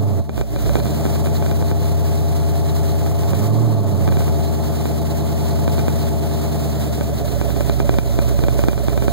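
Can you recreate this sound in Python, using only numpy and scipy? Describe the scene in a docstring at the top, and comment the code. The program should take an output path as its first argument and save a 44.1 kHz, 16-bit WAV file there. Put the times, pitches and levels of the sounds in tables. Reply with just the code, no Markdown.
"""A big eight-cylinder truck engine in a muddy field, heard from inside the cab.
It sags at once, recovers to a heavy lope by 1 s, is blipped at 3.5 s and sinks to a shuddering low
speed after 7 s. Throughout, the floor rumbles, the intake hisses, exhaust puffs growl in the resonances
of pipe and cab, and the firing note booms. The shaking makes the loose microphone mount knock."""
import sys
import numpy as np
from scipy import signal
from scipy.fft import rfft, irfft, next_fast_len
from scipy.io import wavfile
from scipy.ndimage import uniform_filter1d

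SR = 44100
rng = np.random.default_rng(int(sys.argv[2]) if len(sys.argv) > 2 else 0)


def inscribe(sig):
    """Save sig as 16-bit PCM at rate SR to the path in sys.argv[1].

    A 1-D sig is mono; a 2-D sig holds one channel per row.
    Samples are clipped to [-1, 1] before scaling.
    """
    pcm = np.round(np.clip(np.atleast_2d(sig).T, -1, 1) * 32767)
    wavfile.write(sys.argv[1], SR, pcm.astype(np.int16))


N = 402191
TIME_S = np.arange(N) / SR
BINS_HZ = np.maximum(np.arange(next_fast_len(N) // 2 + 1) * SR / next_fast_len(N), 1)

# Engine speed. Each row: time in seconds, firing rate in Hz. Eight firings make one cycle.
ENGINE_SPEED = [(0.0, 104.1), (0.09, 100.4), (0.42, 61.9), (0.56, 57.9), (0.96, 76.0), (1.1, 78.1),
                (1.89, 80.7), (2.84, 79.5), (3.27, 80.7), (3.46, 105.4), (3.64, 116.3), (4.02, 87.9),
                (4.37, 78.3), (4.89, 76.8), (5.69, 78.9), (6.52, 76.9), (7.35, 67.7), (8.04, 64.1),
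                (9.1, 65.7)]
# Engine pull. Each row: time in seconds, load in dB.
ENGINE_LOAD = [(0, -1), (0.55, -1.5), (0.75, 1), (2, -0.5), (3.2, 0), (3.4, 2), (4.2, 1), (4.7, 0),
               (5.8, 1), (7.25, -0.5), (7.85, 0), (9.1, 0.5)]
# Firing order. Each entry: 1 for the louder near bank, -1 for the far bank.
FIRING_BANKS = [1, -1, -1, 1, -1, 1, 1, -1]
# Brief dips of the engine sound. Each row: start in seconds, depth in dB, hold in seconds.
LEVEL_DIPS = [(0.199, 9.5, 0.061), (0.415, 7, 0.018), (7.97, 4, 0.018), (8.67, 2.5, 0.12)]
# Cab sound field. Each row: frequency in Hz, left over right in dB, left lead in radians, likeness 0-1.
CAB_FIELD = [(60, -4, 3.5, .85), (130, -5, 4.5, .8), (200, -4, 4.2, .2), (330, -2, 1.8, .4),
             (430, -3, 1.0, .4), (580, -1.5, .2, .65), (680, -3, -.3, .8), (850, -1, .4, .75),
             (1300, -1.5, 0, .97)]
# Cab air modes acting on the lope. 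Each row: frequency in Hz, gain in dB.
CAB_AIR_MODES = [(55, 1), (70, -2.5), (83, 5.5), (98, -18.5), (111, 8.5), (120, 5), (129, 3), (138, -7.5),
                 (142, -2), (150, 9.5), (159, 0), (175, -7.5), (195, 2.5), (212, -5.5), (260, -3), (320, 4)]
# Cab standing waves. Each row: firing rate in Hz, level in dB, left over right in dB, left lead in radians.
STANDING_WAVES = [(59, -21, 0, 3.6), (64.5, -17, -5, 3.4), (67.5, -21.5, -11, 3.6), (71, -24, 7, 4.6),
                  (77, -21.5, 8, 3.9), (79, -17.3, 4, 3.6), (81, -17.5, 3.5, 3.7), (85, -15.5, -2, 3.5),
                  (90, -19, -4.5, 4.2), (104, -18, -4, 4.4), (114, -15, -6, 4.5)]
# Mount hits. Each row: start in seconds, strength in dB.
MOUNT_HITS = [(0.2938, -13), (0.3783, -11), (0.412, -7), (0.5612, -10), (0.6608, -13), (0.6939, -7.5),
              (0.7549, -3.5), (0.7671, -11), (0.8004, -11), (0.8561, -13), (0.8663, -15.2), (1.0531, -8),
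              (1.0634, -10), (1.1576, -12), (1.2596, -10.5), (1.2705, -11), (1.4244, -10), (1.4626, -9.5),
              (1.5131, -7.5), (1.615, -14), (1.6249, -11.5), (1.7132, -10.5), (1.8244, -20),
              (3.0629, -12.5), (3.2349, -12), (3.3336, -8.0), (4.0772, -6.5), (4.0883, -11), (4.123, -9.1),
              (4.17, -7), (4.2069, -10.4), (4.2189, -14.1), (4.2799, -11.5), (4.8554, -9.2), (5.5901, -16),
              (5.6787, -6), (5.7814, -9.0), (5.7928, -9), (5.8819, -5), (7.01, -7.5), (7.2803, -15),
              (7.4136, -7.5), (7.5037, -13), (7.5632, -12.2), (7.6077, -6.5), (7.6968, -5), (7.8016, -5.5),
              (7.8932, -2.5), (7.9409, -9.5), (7.9857, -2), (8.1892, -4), (8.3904, -10.2), (8.4377, -5),
              (8.4838, -5.5), (8.5918, -6.5), (8.6382, -5), (8.6843, -0.5), (8.7316, -12.1),
              (8.7783, -12.0), (8.8833, -5), (8.9302, -13.7), (8.9764, -6.5), (9.0225, -8.5), (9.081, -4)]
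# Mount thump, crack and housing ring. Each row: frequency in Hz, level in dB, T60 in seconds.
MOUNT_MODES = [(169, 7.5, 0.0089), (565, 5, 0.0053), (3590, -13, 0.0028), (382, -12, 0.046),
               (1330, -22, 0.027), (1512, -21, 0.029), (2373, -27.5, 0.072), (6900, -20, 0.002)]
# Intake hiss. Each row: frequency in Hz, relative density in dB.
HISS_SPECTRUM = [(700, 10), (1600, -1.5), (2500, -3.5), (3300, -2.5), (4050, -3.5), (5000, -5), (7500, -4),
                 (11000, -8), (13500, -4), (15500, -5)]
# Low-speed shudder. Each row: firing harmonic just below the line, level in dB.
SHUDDER_LINES = [(1, -39), (2, -34)]
# Lines of the unequal cylinders. Each row: multiple of the cycle rate, relative level in dB.
LOPE_LINES = [(5, 4), (6, -8), (7, 1), (9, -3), (10, 3.5), (11, 0.5), (12, -9.5), (13, -0.5), (14, 4),
              (15, -0.5), (16, 3.5), (17, -3.5), (18, -5), (19, -12), (20, -12), (21, -6.5), (22, 3),
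              (23, -9)]
# Clean exhaust lines. Each row: multiple of the cycle rate, relative level in dB.
PIPE_LINES = [(24, -14), (31, -18), (32, -19), (40, -16), (43, -16), (57, -22), (68, -22), (80, -19),
              (87, -19), (118, -18)]
# Pipe and cab resonances. Each row: centre in Hz, width in Hz, relative level in dB, turn in the cycle 0-1,
# swell at that turn in dB, rise above cruise and sag below it, both in dB per Hz of firing rate.
EXHAUST_RESONANCES = [(216, 36.5, 1.5, 0.63, 3.5, 0.049, 0.1), (299, 53, 0.5, 0.36, 7, 0.068, 0),
                      (395, 76, 0.5, 0.26, 6.5, 0.073, 0.03), (575.3, 59, -3, 0.66, 5.5, -0.025, -0.04),
                      (671.7, 62, 3, 0.64, -5, -0.061, 0.23), (861, 58, -5, 0.79, -5.5, 0.031, 1.87),
                      (1124, 255, -9, 0, 1, 0.15, 1)]

CRUISE_HZ = 77.6  # firing rate


def from_db(db):
    """Decibels to gain."""
    return 10 ** (np.asarray(db) / 20)


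def unit_rms(x):
    """Scale to unit power."""
    return x / np.sqrt(np.mean(x ** 2) + 1e-20)


def in_time(rows):
    """A time curve at every sample."""
    return np.interp(TIME_S, *np.transpose(rows))


def at_hz(rows, hz):
    """Table columns read on a log-frequency axis."""
    points_hz, *columns = np.transpose(rows)
    return [np.interp(np.log(hz), np.log(points_hz), c) for c in columns]


def shaped(x, response):
    """Filter by a response given at BINS_HZ."""
    return irfft(rfft(x, next_fast_len(N)) * response, next_fast_len(N))[..., :N]


def cut(x, hz, kind, order=2):
    """Butterworth low- or high-pass."""
    return signal.sosfilt(signal.butter(order, hz, kind, fs=SR, output="sos"), x + 1e-18)


def drift(rate_hz):
    """Slow random motion, unit RMS."""
    hop = 40
    pole = np.exp(-2 * np.pi * hop * rate_hz / SR)
    slow = signal.lfilter([1], [1, -2 * pole, pole * pole], rng.standard_normal(N // hop + 2002))[2000:]
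    return np.interp(np.arange(N) / hop, np.arange(len(slow)), unit_rms(slow))


def evened(x, share, span_s):
    """Remove a share of the slow swells; unit RMS."""
    size = int(span_s * SR) + 1
    power = uniform_filter1d(uniform_filter1d(np.mean(x ** 2, axis=0), size), size)
    return unit_rms(x / (np.maximum(power, 0) + 1e-9) ** (share / 2))


def pan(balance_db):
    """Constant-power left and right gains."""
    gains = from_db(np.array([balance_db, -balance_db]) / 2)
    return gains / np.sqrt(np.mean(gains ** 2, axis=0))


def cab(direct, scattered):
    """Cab reflections give each side its own level and phase and make the sides partly unlike."""
    balance_db, lead_rad, likeness = at_hz(CAB_FIELD, BINS_HZ)
    left, right = pan(balance_db)
    shared = shaped(direct, left * likeness * np.exp(1j * lead_rad))
    diffuse = shaped(scattered, left * np.sqrt(1 - likeness ** 2))
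    return np.array([shared + diffuse, shaped(direct, right)])


def ports(left, right, lag_s=0.000363):
    """Microphone widening: each port minus the other, delayed."""
    late_left, late_right = (np.interp(TIME_S - lag_s, TIME_S, port) for port in (left, right))
    return np.array([left - late_right, right - late_left])


def dips(fall_s, recover_s):
    """Gain that falls fast, holds and recovers at each dip."""
    db = 0
    for start_s, depth_db, hold_s in LEVEL_DIPS:
        fall = np.clip((TIME_S - start_s) / fall_s, 0, 1)
        released_s = np.maximum(TIME_S - start_s - fall_s - hold_s, 0)
        db -= depth_db * fall * np.exp(-released_s / recover_s)
    return from_db(db)


def swell(cycle, turn, depth_db, sharpness=4.0):
    """Gain that rises or sinks once a cycle, as one cylinder takes its turn."""
    return from_db(depth_db * np.exp(sharpness * (np.cos(2 * np.pi * (cycle - turn)) - 1)))


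def puffs(cycle, depth_db, uneven_db):
    """Gas flow swells once per firing; the two banks may differ in strength."""
    firing = 8 * cycle
    bank = np.interp(firing, np.arange(8), FIRING_BANKS, period=8)
    return unit_rms(from_db(depth_db * np.cos(2 * np.pi * firing) + uneven_db * bank))


def floor_rumble(low_hz, high_hz):
    """The running gear shakes the cab floor."""
    shake = cut(rng.standard_normal((2, N)), high_hz, "low")
    return unit_rms(cab(*cut(shake, low_hz, "high")))


def mount_knocks(low_cut_hz, spread_db):
    """The mount hits its stop: a crack and a dead thump at the nearer port, varying per hit."""
    start_s, hit_db = np.transpose(MOUNT_HITS)
    starts = np.minimum(start_s * SR, N - 1).astype(int)
    scatter_db = spread_db * rng.standard_normal((len(starts), len(MOUNT_MODES)))
    out = 0
    for k, (hz, db, t60_s) in enumerate(MOUNT_MODES):
        clicks = np.zeros(N)
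        clicks[starts] = from_db(hit_db + db + scatter_db[:, k])
        pole, step_rad = from_db(-60 / (t60_s * SR)), 2 * np.pi * hz / SR
        feedback = [1, -2 * pole * np.cos(step_rad), pole * pole]
        out += (-1) ** k * signal.lfilter([0, np.sin(step_rad)], feedback, clicks + 1e-18)
    return ports(np.zeros(N), cut(out, low_cut_hz, "high"))


def intake_hiss(cycle, far_port_db, flutter_db, whistle_hz, whistle_db):
    """Air hisses past the throttle, one gulp per cylinder; its edge adds a fitful, breathy whistle."""
    air = shaped(rng.standard_normal((2, N)), from_db(at_hz(HISS_SPECTRUM, BINS_HZ)[0]))
    whistle = shaped(rng.standard_normal((2, N)), 1 / (1 + ((BINS_HZ - whistle_hz) / 350) ** 2))
    air += whistle * from_db(whistle_db + 2.8 * drift(24))
    air *= puffs(cycle, depth_db=0.53, uneven_db=0)
    air *= from_db(flutter_db * drift(23.4))
    air *= swell(cycle, turn=0.54, depth_db=-1.5)
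    return unit_rms(ports(from_db(far_port_db) * air[0], air[1]))


def shudder(cycle, firing_hz, waver_db, wander_rad, below_hz=67, fade_hz=1.7):
    """At low speed the engine shakes every third firing: a wavering line above each low harmonic."""
    firing = 8 * cycle
    out = 0
    for harmonic, db in SHUDDER_LINES:
        phase = 2 * np.pi * (harmonic + 1 / 3) * firing
        out += from_db(db + waver_db * drift(2.7)) * np.cos(phase + wander_rad * drift(1.7))
    return np.sqrt(2) * out * np.clip((below_hz - firing_hz) / fade_hz, 0, 1)


def lope(cycle, turn, scatter_rad, waver_db, wander_rad):
    """Unequal cylinders make wavering lines that pile up into one chug per cycle."""
    out = 0
    for multiple, db in LOPE_LINES:
        offset_rad = scatter_rad * rng.standard_normal() + wander_rad * drift(1.44)
        phase = 2 * np.pi * multiple * (cycle - turn) + offset_rad
        out += from_db(db + waver_db * drift(2.9)) * np.cos(phase)
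    return unit_rms(cut(out, 72, "high", order=4))


def turbulence(cycle, fresh_share, morph_rad, size=1024):
    """Pressure ripple: a slowly changing pattern that repeats each cycle, plus fresh noise."""
    patterns = unit_rms(irfft(np.exp(2j * np.pi * rng.random((2, size // 2 + 1)))))
    one, other = (np.interp(cycle % 1 * size, np.arange(size + 1), np.append(p, p[0])) for p in patterns)
    blend_rad = morph_rad * drift(0.37)
    repeating = one * np.cos(blend_rad) + other * np.sin(blend_rad)
    fresh = np.interp(cycle * size, np.arange(N), rng.standard_normal(N))
    return np.sqrt(1 - fresh_share) * repeating + np.sqrt(fresh_share) * fresh


def pipe_tones(cycle, firing_hz, even_hz=77.7, width_hz=5.3):
    """Near cruise the engine fires evenly enough for a few clean lines."""
    evenness = np.exp(-((firing_hz - even_hz) / width_hz) ** 2)
    return evenness * sum(from_db(db) * np.cos(2 * np.pi * (multiple * cycle + rng.random()))
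                          for multiple, db in PIPE_LINES)


def exhaust_growl(cycle, firing_hz, top_hz):
    """Exhaust puffs ring the pipe and cab resonances; each swells or sinks at its own turn."""
    racing_hz, lugging_hz = np.maximum(firing_hz - CRUISE_HZ, 0), np.maximum(CRUISE_HZ - firing_hz, 0)
    flow = puffs(cycle, depth_db=-4.5, uneven_db=1.5)
    drive = np.array([flow * turbulence(cycle, fresh_share=0.1, morph_rad=0.46)
                      + pipe_tones(cycle, firing_hz) for side in range(2)])
    out = 0
    for hz, width_hz, db, turn, swell_db, rise_db_per_hz, sag_db_per_hz in EXHAUST_RESONANCES:
        response = 1 / (1 + 1j * (BINS_HZ - hz * hz / BINS_HZ) / width_hz) ** 2
        ring = evened(shaped(drive, response), share=0.46, span_s=0.33)
        level_db = db + rise_db_per_hz * racing_hz - sag_db_per_hz * lugging_hz
        out += ring * swell(cycle, turn, swell_db) * from_db(level_db)
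    return unit_rms(cab(*cut(out, top_hz, "low", order=4)))


def firing_boom(cycle, firing_hz, waver_db):
    """The near-sine firing note swells, fades and pans as it crosses the cab's standing waves."""
    level_db, balance_db, lead_rad = at_hz(STANDING_WAVES, firing_hz)
    phase = 2 * np.pi * 8 * cycle
    note = np.sqrt(2) * np.cos([phase + lead_rad, phase])
    return pan(balance_db) * note * from_db(level_db + waver_db * drift(1.8))


def scene():
    """One crankshaft drives the engine layers; speed and load set their levels."""
    firing_hz, load_db = in_time(ENGINE_SPEED), in_time(ENGINE_LOAD)
    cycle = np.cumsum(firing_hz * (1 + 0.0015 * drift(5))) / SR / 8
    # Above cruise the hiss sinks, 0.12 s late.
    late_racing_hz = np.interp(TIME_S - 0.12, TIME_S, np.maximum(firing_hz - CRUISE_HZ, 0))
    intake_db = -32 + 0.99 * load_db - 0.18 * late_racing_hz
    lope_db, growl_db = -26 + load_db, -25.5 + 0.71 * load_db
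    port_gains = pan(balance_db=-1)[:, None]

    boom = firing_boom(cycle, firing_hz, waver_db=0.5)
    throb = cab(*(lope(cycle, turn=0.35, scatter_rad=0.98, waver_db=1, wander_rad=0.27)
                  for side in range(2)))
    chug = from_db(lope_db) * shaped(throb, from_db(at_hz(CAB_AIR_MODES, BINS_HZ)[0]))
    judder = cab(*(shudder(cycle, firing_hz, waver_db=3.5, wander_rad=1) for side in range(2)))
    growl = from_db(growl_db) * exhaust_growl(cycle, firing_hz, top_hz=1027)
    hiss = intake_hiss(cycle, far_port_db=-3.5, flutter_db=1.51, whistle_hz=4100, whistle_db=-1.5)
    engine = boom + chug + judder + growl + from_db(intake_db) * hiss * port_gains
    rumble = from_db(-45) * floor_rumble(low_hz=30, high_hz=106)
    knocks = from_db(-0.5) * mount_knocks(low_cut_hz=96, spread_db=0.8)
    return rumble + knocks * port_gains + engine * dips(fall_s=0.033, recover_s=0.065)


def record(dry):
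    """Clip at full scale, then low-pass steeply at 15.7 kHz."""
    low_pass = signal.ellip(10, 0.05, 60, 15700, fs=SR, output="sos")
    return signal.sosfiltfilt(low_pass, np.clip(dry, -1, 1))


dry = scene()
out = record(dry)
inscribe(out)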